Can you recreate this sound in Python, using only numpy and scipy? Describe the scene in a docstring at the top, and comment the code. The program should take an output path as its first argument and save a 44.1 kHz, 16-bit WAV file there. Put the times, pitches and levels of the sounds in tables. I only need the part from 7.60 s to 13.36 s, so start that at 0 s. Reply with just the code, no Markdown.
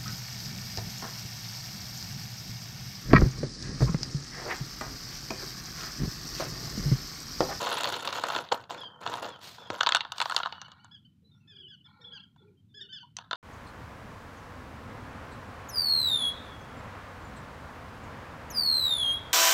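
"""First, a plastic toy tractor and trailer rattles over gritty concrete, jolts and knocks to a stop.
Hard pellets then drop into the hollow trailer; a hand rakes the heap and a few more pellets follow.
Toy and pellets are random or listed blows to a few shell modes, with stiff clicks and noisy cracks.
Chicks peep across the yard and a hen clucks far off, all as gliding tones; the yard is a short
decaying echo. One small microphone with a noise suppressor takes it in mono."""
import sys
import numpy as np
from scipy import signal
from scipy.fft import rfft, irfft
from scipy.io import wavfile
from scipy.ndimage import uniform_filter1d

SR = 44100
rng = np.random.default_rng(int(sys.argv[2]) if len(sys.argv) > 2 else 0)


def transcribe(signal):
    """Save signal, clipped to [-1, 1], as a 16-bit WAV file at the path in sys.argv[1]."""
    frames = np.atleast_2d(signal).T
    limited = np.clip(frames, -1, 1)
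    pcm = np.round(limited * 32767).astype(np.int16)
    wavfile.write(sys.argv[1], SR, pcm)


N = 254016
TIME = np.arange(N) / SR

# Modes of the hollow plastic shell. Each row: nominal frequency in Hz, level in dB, t60 in s.
SHELL_MODES = [(272, -38.5, 0.004), (328, -40, 0.059), (430, -15, 0.012), (533, -13.5, 0.031),
               (674.6, -11, 0.04), (802, -1, 0.02), (950.4, 2, 0.033), (1073, 3, 0.025), (1300, 3.5, 0.028),
               (1467, 4, .025), (1706, 2.5, 0.018), (2120, -5.5, 0.0096), (2762, -6.5, 0.023),
               (3067, -4, 0.026), (3430, 0.5, 0.014), (3700, -0.5, 0.019), (4260, -1.5, 0.012),
               (4380, -1.5, 0.011)]
CLICK_FROM_HZ = 2000  # modes from here up make the stiff click, those below the ring
# Crack of a hard contact. Each row: frequency in Hz, level in dB.
CRACK_SPECTRUM = [(1500, -32), (4500, -4.5), (5700, 3), (7200, -1), (8500, -12), (10500, -24.5),
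                  (13500, -24), (16000, -28)]
# Grit grinding under the wheels. Each row: frequency in Hz, level in dB.
GRIT_SPECTRUM = [(100, -11.5), (400, -12), (2000, 5), (5000, 1), (7000, 0.5), (8500, -11.5), (11000, -15.5),
                 (13300, -8), (15500, -13)]

# Pushes that set the toy rolling. Each row: start in seconds, end in seconds, level at the start in dB,
# level at the end in dB, grittiness in dB.
PUSHES = [(0, 0.145, -34, -34.5, 1.5), (0.142, 0.283, -34.5, -35.5, 3), (0.315, 0.396, -35, -42.5, 4),
          (0.42, 0.575, -39, -36.5, 2.5), (0.629, 0.764, -37.5, -35.5, -1), (0.854, .87, -43, -55, 2.5),
          (0.913, 0.933, -26.5, -37.5, -12.5), (0.997, 1.019, -46, -57, -1),
          (1.093, 1.217, -40.5, -51.5, -1.5), (1.224, 1.416, -54.5, -58.5, -21),
          (1.405, 1.445, -45.5, -43.5, -5), (1.452, 1.576, -40, -38.5, -5.5),
          (1.619, 1.673, -38, -41.5, -3.5), (1.717, 1.78, -49.5, -53.5, -6.5),
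          (1.982, 2.1, -52.5, -53.5, -3.5), (2.114, 2.2, -40.5, -45, -5.5)]
PUSH_ATTACK_S, COAST_DB_PER_S = 0.0064, 178  # the rattle starts at once and dies as the toy coasts
# click and crack against the shell ring; grit brightens both
ROLL_CLICK_DB, ROLL_CRACK_DB, ROLL_CRACK_PER_GRIT = -8, -9, 0.57
# Low thrum of the hollow wheels. Each row: frequency in Hz, level in dB.
THRUM_SPECTRUM = [(40, -19.5), (90, -4), (200, -5), (330, -1.5), (520, 5.5), (750, -3), (3000, -66.5)]

# A wheel jumps over a larger grain. Each row: start in seconds, level in dB,
# hardness (click over ring) in dB.
GRAIN_JUMPS = [(0.0502, -38, 0), (0.0704, -31, -6), (.117, -31.5, -5), (0.1294, -32.5, 1),
               (0.243, -29.5, 8), (0.248, -33.5, -4), (0.2732, -32.5, 4), (0.3409, -33.5, 5),
               (0.4748, -29, 1), (.5845, -40, -21), (0.6373, -28, -9.5), (0.701, -30, -8),
               (0.7503, -31, -4.5), (0.7627, -28.5, -1), (0.7873, -32.5, -5.5), (.8884, -49.5, 8),
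               (1.0397, -52, -1), (1.2337, -47, -13), (1.4636, -33.5, -9.5), (1.4744, -33.5, -1),
               (1.515, -53, 3), (1.5389, -32.5, -6), (1.6449, -39.5, -1), (1.9824, -51, -14),
               (2.1509, -44.5, 2)]
JUMP_CRACK_DB, JUMP_SOFT_DB = -15.5, 6  # crack against the blow; softness in dB per octave

# The whole toy jolts on the concrete. Each row: start in seconds, level in dB before the common
# knock gain, softness in dB per octave.
JOLTS = [(0.9172, -36.5, 4), (0.9207, -32, 17), (0.9231, -27, 17), (.9441, -38.5, 23), (1.1066, -41, 16.5),
         (2.1053, -40, 13), (4.762, -68, 7.5)]
JOLT_HARD_DB, JOLT_CRACK_DB = -8, -14.5  # click over ring; crack against the blow

# Chicks across the yard, one row a peep. Each row: start in seconds, length in seconds, top pitch in Hz,
# end pitch in Hz, level in dB before the common peep gain, all harmonics but the second in dB.
PEEP_NOTES = [(1.178, .028, 1780, 1656, -44, 0), (1.208, 0.023, 1750, 1574, -39, -3),
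              (1.23, 0.059, 1610, 1524, -44.5, -3), (1.287, 0.084, 1580, 1510, -58.5, -11),
              (1.679, .09, 1760, 1470, -54, -4), (1.98, 0.1, 1750, 1587, -56, -1.5),
              (2.04, 0.053, 1760, 1590, -56.5, -1), (2.06, 0.049, 1690, 1580, -58, -1.5),
              (2.939, 0.097, 1482, 1383, -58, 2), (3.04, 0.035, 1520, 1410, -55.5, 6.5),
              (3.102, 0.0388, 1520, 1340, -69, 7), (3.191, 0.081, 1485, 1475, -69, 7.5),
              (3.31, 0.062, 1735, 1493, -51.5, 0.5), (3.447, 0.029, 1590, 1430, -58, -5),
              (3.873, 0.071, 1790, 1510, -56, 3), (3.949, 0.031, 1780, 1417, -53.5, -2.5),
              (3.979, 0.051, 1700, 1480, -51, -7), (4.025, 0.062, 1530, 1430, -52, -18),
              (4.077, .055, 1733, 1543, -52.5, -1), (4.118, .043, 1582, 1370, -52.5, 1),
              (4.205, 0.017, 1546, 1440, -54.5, -11), (4.241, .038, 1805, 1560, -55.5, -5),
              (4.409, 0.034, 1866, 1695, -58.5, 3.5), (4.439, 0.056, 1725, 1650, -47.5, -14),
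              (4.516, 0.032, 1667, 1657, -45.5, -11.5), (4.527, 0.064, 1700, 1287, -49.5, 4),
              (4.591, 0.026, 1673, 1600, -52.5, -6.5), (4.629, 0.02, 1675, 1505, -53.5, -1),
              (5.14, 0.072, 1715, 1562, -51.5, 5), (5.204, .033, 1883, 1616, -43.5, -3),
              (5.205, 0.065, 1520, 1414, -55.5, 1.5), (5.285, .075, 1547, 1462, -52.5, 1.5),
              (5.323, 0.071, 1805, 1355, -44, 0.5), (5.399, 0.041, 1560, 1412, -54, 5)]
# Level of the first to fourth harmonic of a peep in dB.
HARMONICS_DB = [-14, -0.5, -14, -28]
# a peep bulges before it drops: a share of the drop, plus a fixed part
PEEP_ARCH, PEEP_BULGE_HZ = 0.2, 18

# Dry scrapes of grit, under a bare foot and between the fingers. Each row: start in seconds,
# end in seconds, level in dB.
GRIT_SCRAPES = [(1.8, 1.881, -46), (1.895, 1.96, -58.5), (2.541, 2.777, -50.5)]
SCRAPE_ATTACK_S, SCRAPE_FADE_DB_PER_S = 0.04, 157.5
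# Hiss of those scrapes. Each row: frequency in Hz, level in dB.
SCRAPE_SPECTRUM = [(200, -7.5), (900, 4), (2200, -2), (4000, 4.5), (6500, -5.5), (9000, -11), (11000, -16),
                   (14000, -10), (15700, -16)]

# A dull bump against the trailer. Each row: start in seconds, peak of the push in dB.
TRAILER_BUMPS = [(2.103, -14)]

# Pellets land in the trailer, ringing on the floor or clicking on a stiff edge. Each row: start in
# seconds, level in dB, hardness (click over ring) in dB, crack in dB before the common crack gain.
LANDINGS = [(2.2054, -34, -5, -19.5), (2.2085, -20, -3, -18), (2.2318, -27.5, -5.5, -8.5),
            (2.2637, -26, 3.5, -24), (2.2698, -20.5, -3, -16.5), (2.29, -23.5, 0, -12),
            (2.307, -39.5, -8, -17), (2.322, -23, 6, -26), (2.3327, -40.5, -5.5, -10),
            (2.3482, -19, -2, -11), (2.3521, -30.5, -0.5, -21), (2.3593, -27, 8, -19),
            (2.3678, -26.5, -3.5, -13), (2.4073, -30.5, 7.5, -24), (2.4125, -39, 5, -22),
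            (2.4497, -38.5, -5.5, -44), (2.52, -34, 2, -9), (2.582, -37, 4, -8.5), (2.602, -26, -0.5, -15),
            (2.615, -24.5, -1.5, -16.5), (2.623, -30.5, -1, -12), (2.6567, -31, -8, -19),
            (2.6975, -33.5, -10, -11), (2.7108, -33.5, -5, -29), (2.7207, -32, -11, -15),
            (2.7455, -40, -15, -4.5), (2.7643, -23, 8, -9), (2.7778, -33.5, -1.5, -18),
            (2.7876, -40, -11, -7), (2.8013, -33, -12, -27), (2.8327, -30, -1.5, -38),
            (2.8522, -41.5, -11, -24), (2.8587, -30, -9, -27), (2.8705, -40, -16, -23),
            (2.9247, -38, 1, -44), (2.9807, -53.5, -17, -32), (3.0158, -43, -1, -3), (3.082, -55, -10, -12),
            (3.1171, -51.5, 1.5, -6), (3.245, -60.5, -19, 2), (5.5675, -49.5, 17.5, 12),
            (5.5864, -40.5, -1, -14), (5.711, -30.5, -3.5, -22.5), (5.7305, -28, -2, -33),
            (5.7552, -49, 5, -13)]
PELLET_SOFT_DB = 1  # softness in dB per octave
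# hopping after a landing of LANDING_DB, dB per dB of a stronger one, and how fast it settles
HOP_DB, HOP_FOLLOW, SETTLE_DB_PER_S, LANDING_DB = -43.5, 0.55, 171, -30

# Strokes of the hand in the heap, a faint hollow rustle. Each row: start in seconds, end in seconds,
# level in dB.
HAND_STROKES = [(2.893, 3.27, -64.5), (3.69, 4.0, -77), (4.249, 4.589, -65), (4.765, 4.852, -72.5),
                (5.2, 5.501, -83)]
STROKE_ATTACK_S, STROKE_FADE_DB_PER_S = 0.014, 125
# Resonances of the heap. Each row: frequency in Hz, width in Hz, level in dB.
HEAP_MODES = [(847, 57, 0.5), (1028, 117, -3), (1395, 96, 4.5), (1864, 64, -8), (2254, 130, -5.5),
              (3440, 100, -17), (4130, 460, -9)]

# Far hen. Each row: start in seconds, length in seconds, starting pitch in Hz, level in dB.
HEN_CLUCKS = [(3.62, 0.075, 469, -76.5), (3.91, 0.17, 402, -69), (4.391, 0.16, 494, -67),
              (4.801, 0.131, 409, -64.5), (5.14, 0.15, 410.4, -66.5)]
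# Faint chicks further off. Each row: start in seconds, length in seconds, start pitch in Hz,
# end pitch in Hz, level in dB.
DISTANT_PEEPS = [(3.638, 0.074, 4015, 3940, -71), (3.712, 0.065, 3720, 3420, -65),
                 (3.737, 0.087, 5330, 5980, -78.5), (3.801, 0.2, 2690, 2320, -71.5),
                 (4.773, 0.067, 3480, 3367, -68), (4.873, 0.024, 2440, 2300, -69.5),
                 (4.968, 0.045, 3150, 3050, -74), (5.089, 0.051, 3580, 3466, -71)]
# A short yelp of the fowl. Each row: start in seconds, length in seconds, start pitch in Hz,
# end pitch in Hz, arch in Hz, level in dB.
FOWL_YELPS = [(5.426, 0.0326, 882, 1080, -21.5, -56)]

# Distant rumble and faint hiss. Each row: frequency in Hz, level in dB.
AIR_SPECTRUM = [(25, 5.5), (50, -16), (90, 3), (190, -0.5), (260, -8.5), (400, -23), (600, -30.5),
                (2000, -34.5), (3300, -31.5), (5500, -37.5), (15700, -43)]
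AIR_DB = -59.5
# Decay of the yard echo. Each row: frequency in Hz, t60 in s.
YARD_DECAY = [(200, 0.38), (1000, 0.22), (3500, 0.28), (8000, 0.14), (15000, 0.23)]
WALL_S, WALL_DB = 0.026, -22  # the far wall returns each bird note once
EDGE_HZ = 15650  # upper band limit


def amp(db):
    """Decibels to gain."""
    return 10 ** (np.asarray(db) / 20)


def unit(x):
    """Scales to rms 1."""
    return x / np.sqrt(np.mean(x ** 2) + 1e-30)


def read(points, hz):
    """Reads a spectrum on a log-frequency axis."""
    f, value = np.transpose(points)
    return np.interp(np.log(hz + 1), np.log(f + 1), value)


def add(mix, s, sound):
    """Mixes a sound in at time s."""
    part = mix[max(round(s * SR), 0):][:len(sound)]
    part += sound[:len(part)]


def noise(spectrum, size):
    """Coloured noise of rms 1."""
    gain = amp(read(spectrum, np.fft.rfftfreq(size, 1 / SR)))
    return unit(irfft(rfft(rng.standard_normal(size)) * gain, size))


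def drift(per_s, size):
    """Smooth random wander."""
    return np.interp(np.arange(size) * per_s / SR, np.arange(size), rng.standard_normal(size))


def gesture(start, end, attack_s, fade_db_per_s):
    """Gain of one movement: attack, hold, release."""
    attack = np.clip((TIME - start) / attack_s, 0, 1)
    return attack * amp(-fade_db_per_s * np.maximum(TIME - end, 0))


def contact(soft_db, crack_spectrum, crack_s, soft_hz=520, size=3000):
    """One strike as shell ring, stiff click and contact crack, each with the energy of rms 1 over 5 ms."""
    t = np.arange(size) / SR
    hz, db, t60 = np.transpose(SHELL_MODES)[:, :, None]
    low = hz[:, 0] < CLICK_FROM_HZ
    # the spot that is struck decides how much each mode takes, and in which sense
    share, detune, turn = rng.standard_normal((3, len(SHELL_MODES), 1))
    decay = amp(db + 3.2 * share - 60 * t / t60)
    modes = decay * np.sin(2 * np.pi * (hz * (1 + 0.031 * detune) * t + turn))
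    # a soft blow cannot excite the higher modes
    softening = amp(-soft_db * np.log2(np.maximum(hz / soft_hz, 1)))
    ring = (modes * softening)[low].sum(0) * (1 - np.exp(-(t / 0.001) ** 2))
    click = modes[~low].sum(0) * (1 - np.exp(-(t / 0.00012) ** 2))
    # every grain cracks with a colour of its own
    colour = [(f, level + 8.0 * rng.standard_normal()) for f, level in crack_spectrum]
    crack = noise(colour, size) * np.exp(-t / crack_s) * (1 - np.exp(-t / 0.0009))
    return np.array([unit(ring), unit(click), unit(crack)]) * np.sqrt(220 / size)


def blow(db, hard_db, crack_db, soft_db, crack_s):
    """A harder contact trades shell ring for click."""
    levels_db = db + np.array([-hard_db / 2, hard_db / 2, crack_db])
    return amp(levels_db) @ contact(soft_db, CRACK_SPECTRUM, crack_s)


def pushing():
    """Gains of shell ring, click and crack as one push follows another."""
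    gains = np.zeros((3, N))
    for start, end, first_db, last_db, grit_db in PUSHES:
        level = amp(np.interp(TIME, [start, end], [first_db, last_db]))
        effort = gesture(start, end, PUSH_ATTACK_S, COAST_DB_PER_S) * level
        colour = amp([0, ROLL_CLICK_DB + grit_db, ROLL_CRACK_DB + ROLL_CRACK_PER_GRIT * grit_db])
        gains = np.maximum(gains, np.outer(colour, effort))
    return gains


def rattle(per_s=650, spread_db=4.0, soft_db=7.0, clump_db=7.0, clumps_per_s=55, thrum_db=-10,
           ring_db=-1.85, spots=28):
    """Lugged wheels crush grit: random strikes into the shell, each spot of it struck in short clumps."""
    parts = np.zeros((3, N))
    for _ in range(spots):
        spread = spread_db * np.minimum(rng.exponential(1, N), 3)
        clumps = clump_db * np.tanh(drift(clumps_per_s, N))
        train = amp(spread + clumps) * (rng.random(N) < per_s / spots / SR)
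        parts += signal.oaconvolve(train[None], contact(soft_db, GRIT_SPECTRUM, 0.002), axes=1)[:, :N]
    # level each part over 41 ms, so that the pushes set the loudness
    parts /= np.sqrt(uniform_filter1d(parts ** 2, size=1800, axis=1) + 1e-9)
    ring, click, crack = pushing()
    # the hollow wheels thrum under the rattle
    lugs = amp(5.1 * drift(90, N))  # the tread meets the ground unevenly
    thrum = amp(thrum_db) * lugs * noise(THRUM_SPECTRUM, N)
    return ring * (thrum + amp(ring_db) * parts[0]) + click * parts[1] + crack * parts[2]


def jumps():
    """A wheel drops off each larger grain and strikes the shell."""
    out = np.zeros(N)
    for s, db, hard_db in GRAIN_JUMPS:
        add(out, s, blow(db, hard_db, JUMP_CRACK_DB, JUMP_SOFT_DB, 0.0015))
    return out


def knocks(knock_db=3.5):
    """The whole toy jolts on the ground: soft blows with a longer crack."""
    out = np.zeros(N)
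    for s, db, soft_db in JOLTS:
        add(out, s, blow(db + knock_db, JOLT_HARD_DB, JOLT_CRACK_DB, soft_db, 0.0075))
    return out


def glide(length, start_hz, end_hz, arch_hz, waver, hook=0, hook_s=0.0085, edge_s=0.007):
    """Phase and envelope of one bird note: a glide with an arch, and a hook up to pitch if asked for."""
    t = np.arange(round(length * SR)) / SR
    u = t / length
    hz = start_hz + (end_hz - start_hz) * u + 4 * arch_hz * u * (1 - u)
    hz = hz * (1 - hook * np.exp(-(t / hook_s) ** 2))
    hz = hz * (1 + waver * drift(300, len(u)))
    swell = np.tanh(t / edge_s) * np.tanh((length - t) / edge_s)
    return 2 * np.pi * np.cumsum(hz) / SR, swell * amp(2.6 * drift(100, len(u)))


def peeps(peep_db=2.5, waver=0.011, hook=0.09, vary_db=2.0):
    """Chicks across the yard: hooked, falling notes with a strong second harmonic."""
    out = np.zeros(N)
    for s, length, top, end, db, others_db in PEEP_NOTES:
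        arch_hz = PEEP_ARCH * (top - end) + PEEP_BULGE_HZ
        phase, swell = glide(length, top, end, arch_hz, waver, hook)
        voice = np.zeros(len(phase))
        for k, harmonic_db in enumerate(HARMONICS_DB, 1):
            # the weaker harmonics come and go within a note
            change_db = 0 if k == 2 else others_db + vary_db * drift(45, len(phase))
            voice += amp(harmonic_db + change_db) * np.sin(k * phase)
        add(out, s, amp(db + peep_db) * swell * voice)
    return out


def scrapes(grain_db=3.0, grains_per_s=400):
    """Fine grit slips in many tiny catches."""
    effort = sum(amp(db) * gesture(start, end, SCRAPE_ATTACK_S, SCRAPE_FADE_DB_PER_S)
                 for start, end, db in GRIT_SCRAPES)
    return effort * unit(noise(SCRAPE_SPECTRUM, N) * amp(grain_db * drift(grains_per_s, N)))


def bump(push_s=0.00031, edge_s=0.00009, thud_hz=90, thud_db=-28, thud_s=0.02):
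    """A soft blow pushes the wall of the trailer once, and the toy thuds on its wheels."""
    out, t = np.zeros(N), np.arange(SR // 10) / SR
    push = (1 - t / push_s) * np.exp(-t / push_s) * (1 - np.exp(-(t / edge_s) ** 2))
    thud = amp(thud_db) * np.sin(2 * np.pi * thud_hz * t) * np.exp(-t / thud_s)
    for s, db in TRAILER_BUMPS:
        add(out, s, amp(db) * (push / push.max() + thud))
    return out


def pellets(crack_db=2.0):
    """Hard pellets strike the hollow trailer and excite its shell."""
    out = np.zeros(N)
    for s, db, hard_db, pellet_crack_db in LANDINGS:
        add(out, s, blow(db, hard_db, pellet_crack_db + crack_db, PELLET_SOFT_DB, 0.0017))
    return out


def skitter(per_s=350, spread_db=0.0, click_db=-7, crack_db=-19, rise_s=0.0099, spots=12):
    """Dropped pellets hop and roll on the trailer floor until they settle: dense random small strikes."""
    out = np.zeros(N)
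    for _ in range(spots):
        sizes = amp(spread_db * np.minimum(rng.exponential(1, N), 3))
        train = sizes * (rng.random(N) < per_s / spots / SR)
        strike = amp([0, click_db, crack_db]) @ contact(0, GRIT_SPECTRUM, 0.0014)
        out += signal.oaconvolve(train, strike)[:N]
    stir = np.zeros(N)
    for s, db, *_ in LANDINGS:
        hop = amp(HOP_DB + HOP_FOLLOW * (db - LANDING_DB))
        stir = np.maximum(stir, hop * gesture(s, s, rise_s, SETTLE_DB_PER_S))
    return stir * unit(out)


def rake(valley_db=-34):
    """Uneven friction of the hand, heard through a few hollow resonances of the heap."""
    f = np.fft.rfftfreq(N, 1 / SR)
    body = sum(amp(db) / (1 + ((f - hz) / width) ** 2) ** 2 for hz, width, db in HEAP_MODES)
    body += amp(valley_db) / (1 + (f / 5000) ** 2)  # fills the valleys between resonances
    friction = rng.standard_normal(N) * amp(2 * drift(120, N))
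    effort = sum(amp(db) * gesture(start, end, STROKE_ATTACK_S, STROKE_FADE_DB_PER_S)
                 for start, end, db in HAND_STROKES)
    return effort * unit(irfft(rfft(friction) * body, N))


def clucks():
    """A hen far off: low tones, roughened by a fast waver of pitch and falling slightly."""
    out = np.zeros(N)
    for s, length, hz, db in HEN_CLUCKS:
        phase, swell = glide(length, hz, hz * 0.92, 3.6, 0.086)
        add(out, s, amp(db) * swell * unit(np.sin(phase)))
    return out


def far_peeps():
    """Faint chicks further off: single gliding tones."""
    out = np.zeros(N)
    for s, length, start, end, db in DISTANT_PEEPS:
        phase, swell = glide(length, start, end, 31.7, 0.016)
        add(out, s, amp(db) * swell * np.sin(phase))
    return out


def yelps():
    """A short yelp of the fowl: one tone gliding with a wavering pitch."""
    out = np.zeros(N)
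    for s, length, start, end, arch, db in FOWL_YELPS:
        phase, swell = glide(length, start, end, arch, 0.044)
        add(out, s, amp(db) * swell * unit(np.sin(phase)))
    return out


def yard(x, size=24000):
    """Sparse reflections from ground and walls, each band dying at its own rate."""
    taps = rng.standard_normal(size) * (rng.random(size) < 0.08)
    taps *= np.arange(size) > 0.004 * SR  # the first reflection needs 4 ms
    hz, t, z = signal.stft(taps, SR, nperseg=256)
    decay = amp(-60 * t / read(YARD_DECAY, hz)[:, None])
    tail = signal.istft(z * decay, SR, nperseg=256)[1]
    return signal.fftconvolve(x, tail / np.linalg.norm(tail))[:N]


def suppress(x, threshold_db=-85, depth_db=-7):
    """Noise suppressor: whatever lies under the threshold is turned down, band by band."""
    z = signal.stft(x, nperseg=512, noverlap=384)[2]
    power = uniform_filter1d(abs(z) ** 2, size=5, axis=-1)
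    quiet = 1 / (1 + (power / amp(threshold_db) ** 2) ** 2)
    return signal.istft(z * amp(depth_db * quiet), nperseg=512, noverlap=384)[1][:, :N]


def scene(hit_wet_db=-20, roll_wet_db=-10, bird_wet_db=-8.5):
    """The rolling toy is further off and wetter than the hits; birds echo off a wall; rumble lies under all."""
    near = jumps() + knocks() + scrapes() + bump() + pellets() + skitter()
    rolling = amp(1.0) * rattle()
    birds = peeps() + clucks() + far_peeps() + yelps()
    echo = yard(amp(hit_wet_db) * near + amp(roll_wet_db) * rolling)
    echo += amp(bird_wet_db) * yard(birds)
    add(echo, WALL_S, amp(WALL_DB) * birds)
    air = amp(AIR_DB) * noise(AIR_SPECTRUM, N)
    return (near + rolling + birds + echo + rake() + air)[None]


def record(dry, low_cut_hz=70):
    """Faint noise is suppressed, the small microphone loses the deep bass; then the band limit."""
    low_cut = signal.butter(3, low_cut_hz, "highpass", fs=SR, output="sos")
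    thin = signal.sosfilt(low_cut, suppress(dry))
    band_limit = signal.firwin(511, EDGE_HZ, window=("kaiser", 9), fs=SR)
    return signal.oaconvolve(thin, band_limit[None], "same")


dry = scene()
out = record(dry)
transcribe(out)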